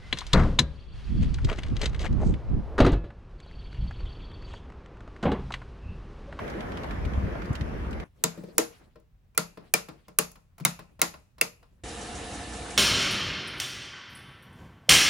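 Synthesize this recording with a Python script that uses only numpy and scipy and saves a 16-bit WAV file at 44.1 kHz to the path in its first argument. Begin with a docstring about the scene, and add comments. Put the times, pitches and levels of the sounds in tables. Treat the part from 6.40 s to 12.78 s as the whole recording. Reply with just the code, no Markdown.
"""Eight plastic rocker switches snap on in a quiet shop, close to a stereo microphone: each is a contact
tick, a plate clack, a wall thud and a faint ring, with soft finger touches and rustle around them.
Before it comes a pavement: shaped noise for traffic and wind, bumps on a hand-held camera, gritty scuffs.
After it a tap runs into a ceramic basin: noise through resonances, rising droplet chirps and spatters,
over an appliance hum of three sines."""
import sys
import numpy as np
from scipy import signal
from scipy.fft import rfft, irfft, next_fast_len
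from scipy.io import wavfile
from scipy.ndimage import uniform_filter1d, map_coordinates

SR = 44100
rng = np.random.default_rng(int(sys.argv[2]) if len(sys.argv) > 2 else 0)


def log_audio(samples):
    """Write samples as a 16-bit WAV file to the path given in sys.argv[1]."""
    # one column per channel
    frames = np.atleast_2d(samples).T
    # limit to full scale, then quantise
    limited = np.clip(frames, -1, 1)
    pcm = np.round(limited * 32767).astype(np.int16)
    wavfile.write(sys.argv[1], SR, pcm)


N = 281212
TIME = np.arange(N) / SR
SHOP_S, BASIN_S = 1.641, 5.4365  # where the shop and the basin begin (s)

# Rocker snaps at close range; levels are rms over the first 40 ms, before the left-right shading.
# Each row: start in seconds, plate clack in dB, contact tick in dB, lingering ring in dB,
# wall thud in dB, favoured wall mode in Hz, lift of the lowest wall modes in dB.
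SNAPS = [(1.838, -31, -24.5, -57.5, -32, 330, 9.5), (2.181, -28, -22.5, -57, -26, 400, -15.5),
         (2.9766, -28.5, -24, -55, -33.5, 470, 6.5), (3.3383, -25, -23, -54, -33.5, 480, 11),
         (3.7868, -28.5, -21.5, -57.5, -33, 422, 8.5), (4.2502, -26.5, -23, -51.5, -33.5, 145, 1),
         (4.6159, -26, -23, -54.5, -36, 330, 0), (5.0118, -24.5, -25, -53.5, -37, 470, 3)]
# Each rocker's own resonances, one list for each snap. Each row: centre in Hz, lift in dB.
ROCKER_RESONANCES = [
    [(980, 7.5), (1420, 3.5), (3740, 8), (4790, 4.5), (6500, 10.5), (7600, 16.5), (12350, 3)],
    [(830, 11), (1050, 6), (1400, 5), (1840, 7.5), (2730, 1.5), (6640, 5.5), (9420, 3)],
    [(1000, 5.5), (1370, 12.5), (1920, 6), (4530, 7.5), (6870, 5.5), (8700, 8.5), (10910, 4)],
    [(750, 4.5), (1370, 2), (2350, 13), (2750, 7), (5180, 3.5), (6210, 2.5), (8320, 8)],
    [(1150, 7), (1280, 7.5), (2610, 10.5), (4580, 6.5), (6420, 4), (9210, 6.5), (11540, 7)],
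    [(790, 7), (1340, 11), (2030, 7), (2610, 7), (3820, 8.5), (6790, 4.5), (9310, 5.5)],
    [(830, 7.5), (1050, 5.5), (2010, 12.5), (2610, 2), (3950, 7), (6790, 6.5), (8610, 5)],
    [(1270, 6), (2030, 13.5), (2350, 9.5), (2690, 15), (3750, 3.5), (4840, 11), (8040, 3), (9740, 4.5)],
]
ROCKER_Q, BEAMED = 8, .6  # sharpness; share of the lift heard only in the direct sound
# Colour of the plastic plate. Each row: frequency in Hz, relative level in dB.
PLATE_COLOUR = [(250, -42.5), (520, -6), (800, -5.5), (1300, -2.5), (1620, -5), (2100, -1.5), (2600, -3.5),
                (3200, -7.5), (4500, -6), (5300, -6.5), (7500, -47)]
# Colour of the spring contact. Each row: frequency in Hz, relative level in dB.
CONTACT_COLOUR = [(3500, -42.5), (5200, -8), (6500, -3.5), (7800, -0.5), (9400, 1.5), (10400, -2),
                  (11300, -3), (13200, -6), (15000, 3.5), (15700, 1.5), (16800, -23)]
# Modes that every snap shares. 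Each row: frequency in Hz, starting level in dB, t60 in seconds.
SHARED_MODES = [(1403, -34, .07), (2424, -43.5, 0.09), (4460, -35, 0.03), (6500, -33, 0.05),
                (11320, -31.5, 0.045), (15137, -33, .025)]
# Modes of the hollow wall behind the plate. Each row: frequency in Hz, relative level in dB, t60 in seconds.
WALL_MODES = [(142, -4, 0.19), (171.9, -3.5, 0.25), (203, -10, 0.25), (233, -11, 0.22), (276, -4, 0.095),
              (331, -4, 0.11), (396, -3.5, 0.056), (459.2, 2.5, 0.07), (564, -7, 0.052),
              (608.8, -4.5, 0.095)]
FOCUS_DB = 9  # wall modes fall away from the struck one (dB per octave)
BOOM_HZ, BOOM_WIDTH_HZ = 171, 87  # the weight of the hand brings out the lowest wall modes
# Fingertips landing on a rocker or letting go; levels as for the snaps.
# Each row: start in seconds, plate clack in dB, wall thud in dB, contact tick in dB, favoured wall mode in Hz.
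FINGER_TOUCHES = [(2.557, -64.5, -54.5, -78.5, 470), (2.599, -79.5, -74, -79, 460),
                  (2.948, -67.5, -71, -69.5, 400), (3.173, -54, -47, -69.5, 450),
                  (3.486, -49.5, -46, -59, 300), (3.682, -57, -53.5, -62, 330),
                  (3.915, -69.5, -70, -59.5, 400), (3.956, -60, -63, -68.5, 175),
                  (4.181, -58.5, -65, -61.5, 175), (4.199, -55.5, -54.5, -61.5, 175),
                  (4.391, -50.5, -50, -60, 175), (4.593, -53, -52.5, -62, 175),
                  (4.739, -52.5, -58, -66, 300), (4.982, -57.5, -63.5, -67, 400),
                  (5.228, -64, -69, -78, 450)]
TOUCH_FOCUS_DB, TOUCH_BOOM_DB = 3.5, 4  # a light touch stirs all wall modes (dB per octave; lift in dB)
# The rocker rung by a touch. Each row: frequency in Hz, starting level against the clack in dB, t60 in seconds.
TOUCH_MODES = [(2350, -5.5, 0.036), (1350, 2.5, .05), (1050, 2.5, 0.082), (695, -4, 0.033)]
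# The spring pings as a rocker starts to move. Each row: start in seconds, starting level in dB.
SPRING_PINGS = [(2.949, -54.5), (4.24, -52)]
# The pad of a finger pushing on the plate without a snap.
# Each row: start in seconds, wall thud in dB, favoured wall mode in Hz, lift of the lowest modes in dB.
FINGER_PRESSES = [(1.976, -41, 320, 11), (2.036, -40.5, 369, 11), (2.085, -49.5, 451, 4),
                  (4.205, -40, 134.6, 3)]
# Clack and tick against the thud (dB); a soft push stirs fewer wall modes (dB per octave).
PRESS_CLACK_DB, PRESS_TICK_DB, PRESS_FOCUS_DB = -20.5, -27, 12.5
# Soft rustle before, between and after the snaps.
# Each row: middle in seconds, level in dB, half length in seconds.
RUSTLE_SWELLS = [(1.653, -59, 0.026), (1.803, -74, .025), (2.007, -54.5, 0.17), (2.3, -55, 0.14),
                 (3.08, -65, 0.11), (3.26, -63.5, 0.054), (3.557, -66, 0.18), (4.467, -70.5, 0.088),
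                 (4.738, -68.5, 0.093), (5.3, -71, .15)]
# Fingers and sleeve sliding over the plate. Each row: frequency in Hz, relative level in dB per Hz.
RUSTLE_SPECTRUM = [(100, -31), (180, 9), (450, 4.5), (800, -2), (2500, -9.5), (4000, -15.5), (7000, -22),
                   (11000, -21), (16000, -31.5)]
# The shop's echo. Each row: band in Hz, relative level in dB, t60 in seconds.
SHOP_ECHO = [(150, -11.5, 0.19), (453, 2.5, 0.26), (1040, 3.5, 0.19), (2300, -6, 0.24), (3920, -1.5, 0.22),
             (6860, -2.5, 0.24), (8500, -12, 0.15), (11600, -7.5, 0.29), (16000, -23, .15)]
# The left port hears most of the switches' range better. Each row: frequency in Hz, left minus right in dB.
PORT_SHADE = [(100, 4), (400, 4), (1200, 2), (2700, -0.5), (4000, 2), (6200, 1.5), (8000, 1.5),
              (16000, -0.5)]
# Low tone of the quiet shop. Each row: frequency in Hz, relative level in dB per Hz.
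SHOP_TONE = [(15, -38), (25, 1.5), (70, 2.5), (161, -6), (301, -24.5), (700, -28.5), (2480, -35.5),
             (6000, -44), (11000, -49.5), (16000, -43)]

# Tap water in the basin. Each row: frequency in Hz, relative level in dB per Hz.
WATER_SPECTRUM = [(15, -38.5), (25, -12), (59, 0.5), (120, -5), (165, -11), (281, -11), (412, -13),
                  (456, -0.5), (588, -13.5), (703, -13), (1000, -13), (1710, -15.2), (2510, -17),
                  (2780, -22), (8100, -20), (11000, -23), (14300, -71), (22000, -120)]
# Stereo image of the water. Each row: frequency in Hz, left-right likeness from -1 to 1.
WATER_LIKENESS = [(60, 0.98), (130, 1), (290, 0.9), (640, 0.86), (1410, 0.48), (3100, 0.69), (6820, 0.6),
                  (15000, 0.77)]
# Resonances of the basin and its corner. Each row: centre in Hz, width in Hz, lift in dB.
BASIN_MODES = [(215, 50, 7), (303, 134, 9), (445, 72, -1.5), (709, 79, 12.5), (825, 35, 9), (1300, 72, 3),
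               (1753, 36, 8.5), (1780, 110, 3.5), (2756, 46, 11.5), (2985, 300, 7.5), (3820, 740, 6)]
# Appliance hum behind the tap. Each row: frequency in Hz, level in dB rms before the port trim.
HUM_TONES = [(59.3, -48.5), (275, -59.5), (457.5, -56.5)]
SPLASH_PER_S, SPLASH_DB, SPLASH_SPREAD_DB = 7, -47.5, 0.5  # rms over 40 ms before the port trim, +/- spread

# Dull bumps on the camera. Each row: middle in seconds, level in dB, pitch in Hz.
CAMERA_BUMPS = [(0.593, -26.5, 84), (0.666, -24, 80.5), (0.782, -18, 64), (0.842, -17.5, 93),
                (0.873, -21.5, 57.6), (0.934, -28, 70), (1.11, -17.5, 119), (1.22, -20, 74),
                (1.349, -30, 61.8)]
# Air puffed by a bump. Each row: frequency in Hz, relative level in dB per Hz.
PUFF_SPECTRUM = [(40, -27), (110, -2), (190, 0.5), (280, -5.5), (450, -41), (1000, -76)]
# Scuffs on the pavement, loud and soft.
# Each row: start in seconds, level in dB before colouring, brightest frequency in Hz.
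PAVEMENT_SCUFFS = [(.099, -44, 3970), (.443, -25, 940), (.509, -31.5, 1800), (0.953, -19.5, 520),
                   (1.02, -31.5, 1490), (1.056, -50, 4450), (1.13, -52.5, 6860), (1.153, -33.5, 2950),
                   (1.211, -34.5, 1980), (1.509, -49, 4770)]
# Random gritty ticks, some as loud as the softer scuffs; dB before colouring, +/- spread.
GRIT_PER_S, GRIT_DB, GRIT_SPREAD_DB, GRIT_HZ = 11, -46.5, 12, 2260
# Strength of the air buffeting the microphone. Each row: time in seconds, level in dB.
WIND_LEVEL = [(0, -47.5), (.42, -39), (.65, -29.5), (.9, -34), (1.15, -38.5), (1.4, -33.5), (1.62, -36.5)]
# Colour of that air. Each row: frequency in Hz, relative level in dB per Hz.
WIND_SPECTRUM = [(20, -29), (45, 9.5), (65, 12), (110, -3.5), (220, -2.5), (400, -29), (1000, -85)]
# Distant traffic. Each row: frequency in Hz, relative level in dB per Hz.
TRAFFIC_SPECTRUM = [(15, -45), (25, -8), (40, -2), (58, -3), (229, -1), (624, -4.5), (800, -9),
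                    (1740, -12.5), (2500, -21.5), (3200, -26), (4200, -33.5), (5880, -35.5), (8000, -46),
                    (11500, -43), (16000, -59)]
# Stereo image of the traffic. Each row: frequency in Hz, left-right likeness from -1 to 1.
TRAFFIC_LIKENESS = [(60, 1), (290, 0.74), (640, -0.25), (1400, 0.026), (3100, -0.0026), (15000, -0.076)]


def switches():
    """A snap is a tick and a clack coloured by the rocker, shared modes, a wall thud and a lingering ring."""
    out = np.zeros((2, N))
    t = np.arange(SR * 2 // 3) / SR
    for snap, resonances in zip(SNAPS, ROCKER_RESONANCES):
        s, clack_db, tick_db, spring_db, thud_db, wall_hz, boom_db = snap

        def rocker(hz):
            return sum(lift(hz, centre_hz, centre_hz / ROCKER_Q, db) for centre_hz, db in resonances)

        def beam(hz):
            return BEAMED * rocker(hz)

        def all_round(hz):
            return rocker(hz) - beam(hz)

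        clack = plastic(t, lambda hz: read(PLATE_COLOUR, hz) + all_round(hz), clack_db,
                        t60=0.026, chatter_s=0.0017, spread=0.47, lag_s=.000048, wet_db=2.5, beam=beam)
        tick = plastic(t, lambda hz: read(CONTACT_COLOUR, hz) + all_round(hz), tick_db,
                       t60=0.0097, chatter_s=0.0012, spread=0.08, lag_s=0.0001763, wet_db=-0.5, beam=beam)
        add(out, s, clack + tick + ringing(t, SHARED_MODES) + spring(t, spring_db))
        thud = wall(t, thud_db, wall_hz, FOCUS_DB, boom_db, swell_cycles=1.4, wet_db=-6)
        add(out, s + .003, thud)  # the rocker bottoms out on the wall just after the contact snaps
    return out


def plastic(t, curve, db, t60, chatter_s, spread, lag_s, wet_db, beam=lambda hz: 0, ripple_db=1.5, rise_s=.0004):
    """Rattling holds while the rocker chatters on its stop, then dies; beamed modes skip the room echo."""
    ring = amp(-60 * np.maximum(t - chatter_s, 0) / t60) * (1 - np.exp(-t / rise_s))
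    modes_hz = np.geomspace(500, 17000, num=50)
    ripple = ripple_db * rng.standard_normal(len(modes_hz))  # each blow favours other modes
    direct = ports(chatter(ring), t, spread, lag_s)
    direct = colour(direct, lambda hz: beam(hz) + np.interp(hz, modes_hz, ripple))
    return at_level(colour(direct + amp(wet_db) * room_tail(t), curve), db)


def chatter(envelope, size=500):
    """A short burst of random rattling, evened out to equal energy in all bands."""
    burst = rng.standard_normal(len(envelope)) * envelope
    power_db = 10 * np.log10(uniform_filter1d(abs(rfft(burst)) ** 2, size))
    burst_hz = np.fft.rfftfreq(len(burst), 1 / SR)
    return colour(burst[None], lambda hz: -np.interp(hz, burst_hz, power_db))[0]


def wall(t, db, wall_hz, focus_db, boom_db, swell_cycles=1.5, wet_db=-3):
    """Wall modes swell over a few cycles and decay; the place of the blow favours those near wall_hz."""
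    hz, mode_db, t60 = np.transpose(WALL_MODES)[:, :, None]
    mode_db = mode_db - focus_db * abs(np.log2(hz / wall_hz))
    mode_db = mode_db + lift(hz, BOOM_HZ, BOOM_WIDTH_HZ, boom_db)
    size = amp(mode_db - 60 * t / t60) * (1 - np.exp(-t * hz / swell_cycles))
    detune = rng.uniform(.98, 1.02, hz.shape)
    turns = hz * detune * t + rng.random(hz.shape)
    direct = ports((size * np.sin(2 * np.pi * turns)).sum(0), t, spread=0.35, lag_s=0)
    return at_level(in_room(direct, t, wet_db), db)


def spring(t, db, centre_hz=2580, width_hz=700, t60=0.51):
    """A narrow band of noise, probably the springs, decays slowly and outlasts the clack."""
    hz = np.fft.rfftfreq(len(t), 1 / SR)
    band = np.exp(-(2 * (hz - centre_hz) / width_hz) ** 2)
    ring = irfft(rfft(rng.standard_normal((2, len(t)))) * band, len(t))
    return at_level(ring * amp(-60 * t / t60), db)


def ringing(t, modes, wet_db=-4, port_radians=1.0):
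    """Decaying sines (Hz, dB, t60 s), out of step at the two ports, sound in the room."""
    hz, db, t60 = np.transpose(modes)[:, :, None]
    size = amp(db - 60 * t / t60)
    direct = np.array([(size * np.sin(2 * np.pi * hz * t + lead)).sum(0) for lead in (0, port_radians)])
    return in_room(direct, t, wet_db)


def touches():
    """Fingers land on the rockers or let go, springs ping, and now and then a finger pushes dully."""
    out = np.zeros((2, N))
    t = np.arange(SR // 2) / SR
    for s, clack_db, thud_db, tick_db, wall_hz in FINGER_TOUCHES:
        touch = nudge(thud_db, clack_db, tick_db, wall_hz, TOUCH_FOCUS_DB, TOUCH_BOOM_DB)
        add(out, s, touch + amp(clack_db) * ringing(t, TOUCH_MODES))
    for s, db in SPRING_PINGS:
        add(out, s, ringing(t, [(2404, db, .12)]))
    for s, db, wall_hz, boom_db in FINGER_PRESSES:
        add(out, s, nudge(db, db + PRESS_CLACK_DB, db + PRESS_TICK_DB, wall_hz, PRESS_FOCUS_DB, boom_db))
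    return out


def nudge(thud_db, clack_db, tick_db, wall_hz, focus_db, boom_db):
    """A fingertip nudges a rocker: a slower, softer blow on the same parts."""
    t = np.arange(SR // 2) / SR
    clack = plastic(t, lambda hz: read(PLATE_COLOUR, hz) + read([(600, 3.5), (4000, -6.5)], hz), clack_db,
                    t60=.05, chatter_s=.002, spread=.5, lag_s=.00002, wet_db=2.5)
    tick = plastic(t, lambda hz: read(CONTACT_COLOUR, hz) + read([(5000, -1.0), (15000, -5.0)], hz), tick_db,
                   t60=.025, chatter_s=0.0022, spread=0.2, lag_s=0.00018, wet_db=0.5)
    return clack + tick + wall(t, thud_db, wall_hz, focus_db, boom_db, swell_cycles=0.53, wet_db=-3)


def rustle():
    """Skin and cloth brush unevenly over the plates: flickering noise that swells at listed times."""
    gain = amp(-81)  # hand at rest
    for s, db, half_s in RUSTLE_SWELLS:
        gain = gain + amp(db) * np.exp(-((TIME - s) / half_s) ** 2)
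    brush = noise(RUSTLE_SPECTRUM, [(150, 0.56), (1000, 0.16), (10000, .3)])
    return gain * flicker(brush, depth_db=4.0, patch_hz=1530, patch_s=0.031)


def room_tail(t, build_s=0.0011, late_db=-25, late_t60=0.54):
    """Noise echo, each band dying at its own speed; the far end of the shop lingers faintly."""
    hz, when, z = signal.stft(rng.standard_normal((2, len(t))), SR, nperseg=256)
    t60 = read(SHOP_ECHO, hz, axis=2)[:, None]
    decay = np.hypot(amp(-60 * when / t60), amp(late_db - 60 * when / late_t60))
    even_energy = np.sqrt(np.log(10 ** 6) / (t60 * SR))  # long bands start lower
    z *= amp(read(SHOP_ECHO, hz))[:, None] * decay * even_energy
    tail = signal.istft(z, SR, nperseg=256)[1][:, :len(t)]
    return tail * np.minimum(t / build_s, 1) ** 2


def in_room(direct, t, wet_db):
    """The direct sound plus its echo from the shop."""
    echo = signal.fftconvolve(direct, amp(wet_db) * room_tail(t), axes=1)
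    return direct + echo[:, :len(t)]


def ports(x, t, spread, lag_s):
    """Sound reaches the left port later by lag_s; scatter from hand and wall differs at each port."""
    hz = np.fft.rfftfreq(len(t), 1 / SR)
    delay = np.exp(-2j * np.pi * hz * np.array([[lag_s], [0]]))
    direct = rfft(x / np.linalg.norm(x)) * delay
    scatter = rng.standard_normal((2, len(t))) * amp(-60 * t / 0.064)
    return irfft(direct * (1 + spread * rfft(scatter / np.linalg.norm(scatter[0]))), len(t))


def shop():
    """Switches, fingers and rustle, shaded differently at each port, over the low tone of the room."""
    left, right = switches() + touches() + rustle()
    left = colour(left[None], lambda hz: read(PORT_SHADE, hz) / 2)
    right = colour(right[None], lambda hz: -read(PORT_SHADE, hz) / 2)
    return (np.vstack([left, right]) + room_tone()) * shot(SHOP_S, BASIN_S)


def tap():
    """An aerated jet: flickering noise lifted by the basin's resonances, with droplets and spatters."""
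    jet = noise(WATER_SPECTRUM, WATER_LIKENESS)
    jet = colour(jet, lambda hz: sum(lift(hz, *mode) for mode in BASIN_MODES))
    jet = flicker(jet, depth_db=0.9, patch_hz=744, patch_s=0.031)
    return amp(-38.5) * jet + amp(-56) * droplets() + splashes()


def droplets(per_s=500, count=30):
    """Small bubbles and drops ring briefly in the basin: decaying sines that rise in pitch."""
    out = np.zeros((2, N))
    t = np.arange(SR // 40) / SR
    for hz in np.geomspace(1200, 9500, count):
        hits = rng.random(N) < per_s / count / SR
        sizes = amp(5 * np.minimum(rng.exponential(1, N), 4))
        ring = np.sin(2 * np.pi * hz * t * (1 + 3 * t)) * np.exp(-t * hz / 5)
        out += rng.uniform(0.57, 1, (2, 1)) * signal.oaconvolve(hits * sizes, ring)[:N]
    return unit(out)


def splashes():
    """The jet breaks on a hand: short bursts of spiky noise, brightest near 7 kHz."""
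    out = np.zeros((2, N))
    t = np.arange(SR // 15) / SR
    bright = [(600, -20), (3000, -4), (7000, 9.0), (11000, -4)]  # Hz, dB
    for s, db in scattered(BASIN_S, N / SR, SPLASH_PER_S, SPLASH_DB, SPLASH_SPREAD_DB):
        spatter = rng.laplace(size=len(t)) * amp(-60 * t / 0.23)
        pair = colour(ports(spatter, t, spread=0.55, lag_s=0), lambda hz: read(bright, hz))
        add(out, s, at_level(pair, db))
    return out


def basin():
    """The tap over the appliance, slightly stronger at the right port, band-limited."""
    trim = amp([[-.4], [.4]])
    return lowpass((tap() + appliance()) * trim, 11000) * shot(BASIN_S, np.inf)


def bumps():
    """A bump on the camera is a brief sine under a bell curve, with a puff of air around it."""
    out = np.zeros((2, N))
    air = noise(PUFF_SPECTRUM, [(50, 0.66), (300, 0.53)])
    for s, db, hz in CAMERA_BUMPS:
        out += amp(db - 14) * np.exp(-((TIME - s) / 0.017) ** 2) * air
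        turns = hz * (TIME - s)
        out += amp(db) * np.exp(-(turns / 0.56) ** 2) * np.sin(2 * np.pi * turns)
    return out


def scuffs():
    """Short decaying noise: each scuff loudest around its own frequency, the grit around a shared one."""
    out = np.zeros((2, N))
    t = np.arange(SR // 12) / SR
    ticks = [(s, db, GRIT_HZ) for s, db in scattered(0, SHOP_S, GRIT_PER_S, GRIT_DB, GRIT_SPREAD_DB, count=24)]
    for s, db, bright_hz in PAVEMENT_SCUFFS + ticks:
        grit = rng.standard_normal((2, len(t))) * amp(-60 * t / 0.052)
        scuff = colour(grit, lambda hz: 9 - 13 * abs(np.log2((hz + 1) / bright_hz)))
        add(out, s, amp(db) * scuff)
    return out


def street():
    """The pavement: bumps and small scuffs, buffeting air and distant traffic."""
    return (bumps() + scuffs() + wind() + traffic()) * shot(-1, SHOP_S)


def wind():
    """Air buffeting the microphone: low noise that swells and sinks."""
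    return level(WIND_LEVEL) * noise(WIND_SPECTRUM, [(50, 0.66), (300, 0.64)])


def traffic():
    """Distant traffic: flickering noise that slowly recedes, from -35 dB down by 2.5 dB per second."""
    rumble = noise(TRAFFIC_SPECTRUM, TRAFFIC_LIKENESS)
    return amp(-35 - 2.5 * TIME) * flicker(rumble, depth_db=1.54, patch_hz=362, patch_s=0.0582)


def appliance():
    """An appliance hums behind the tap: steady sines."""
    hum = np.zeros(N)
    for hz, db in HUM_TONES:
        hum += amp(db) * np.sqrt(2) * np.sin(2 * np.pi * (hz * TIME + rng.random()))
    return hum


def room_tone():
    """Steady low noise of the quiet shop, less alike at the two ports above the bass."""
    return amp(-60.5) * noise(SHOP_TONE, [(60, .9), (300, 0.61), (1000, 0.13), (10000, 0.22)])


def amp(db):
    """Decibels to gain."""
    return 10 ** (np.asarray(db) / 20)


def unit(x):
    """Scales to rms 1."""
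    return x / np.sqrt(np.mean(x ** 2) + 1e-20)


def at_level(pair, db):
    """Sets the rms level of the first 40 ms."""
    return amp(db) * pair / np.sqrt(np.mean(pair[:, :SR // 25] ** 2))


def read(points, hz, axis=1):
    """One column of a table, joined on a log-frequency axis."""
    columns = np.transpose(points)
    return np.interp(np.log(hz + 1), np.log(columns[0] + 1), columns[axis])


def level(rows):
    """Gain over time from rows (s, dB)."""
    return amp(np.interp(TIME, *np.transpose(rows)))


def add(mix, s, sound):
    """Mixes a stereo sound in at time s."""
    part = mix[:, max(round(s * SR), 0):][:, :sound.shape[1]]
    part += sound[:, :part.shape[1]]


def scattered(start, end, per_s, db, spread_db, count=16):
    """Rows (s, dB) of small events at uneven intervals."""
    gap, size = rng.random((count, 2)).T
    times = start + np.cumsum(.5 + gap) / per_s - .5 / per_s
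    return [(s, db + spread_db * (2 * k - 1)) for s, k in zip(times, size) if s < end]


def lift(hz, centre_hz, width_hz, db):
    """The hump of one resonance, in dB."""
    return db / (1 + (2 * (hz - centre_hz) / width_hz) ** 2)


def colour(x, curve, size=4096):
    """Causal minimum-phase filter whose gain in dB is curve(Hz)."""
    log_gain = np.log(amp(curve(abs(np.fft.fftfreq(size, 1 / SR)))))
    taps = np.fft.ifft(np.exp(np.conj(signal.hilbert(log_gain)))).real[:size // 2]
    return signal.fftconvolve(x, taps[None], axes=1)[:, :x.shape[1]]


def lowpass(x, hz):
    """Steep band limit."""
    taps = signal.firwin(301, hz, window=("kaiser", 8), fs=SR)
    return signal.oaconvolve(x, taps[None], "same")


def noise(spectrum, likeness):
    """Stereo noise of rms 1 with a given spectrum and left-right likeness."""
    size = next_fast_len(N)
    hz = np.fft.rfftfreq(size, 1 / SR)
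    a, b = rfft(rng.standard_normal((2, size)))
    same = np.clip(read(likeness, hz), -1, 1)
    pair = np.array([a, same * a + np.sqrt(1 - same ** 2) * b])
    return unit(irfft(pair * amp(read(spectrum, hz)), size)[:, :N])


def flicker(x, depth_db, patch_hz, patch_s):
    """Random patches of level, wandering over time and frequency; rms 1."""
    hz, when, z = signal.stft(x, SR, nperseg=512, noverlap=384)
    field = rng.standard_normal((200, 800))
    places = np.meshgrid(hz / patch_hz, when / patch_s, indexing="ij")
    patches = map_coordinates(field, places, order=1, mode="mirror")
    z = z * amp(depth_db * unit(patches))
    return unit(signal.istft(z, SR, nperseg=512, noverlap=384)[1][:, :N])


def shot(start, end):
    """Gate that opens between two times, with edges of 100 samples."""
    return uniform_filter1d(1. * ((TIME >= start) & (TIME < end)), size=100)


def scene():
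    """Pavement, shop and basin, one after another."""
    return shop() + basin() + street()


def record(dry):
    """The recorder rounds off the highest peaks, then limits the band."""
    rounded = dry / (1 + (dry / .9) ** 6) ** (1 / 6)
    return lowpass(rounded, 16600)


dry = scene()
out = record(dry)
log_audio(out)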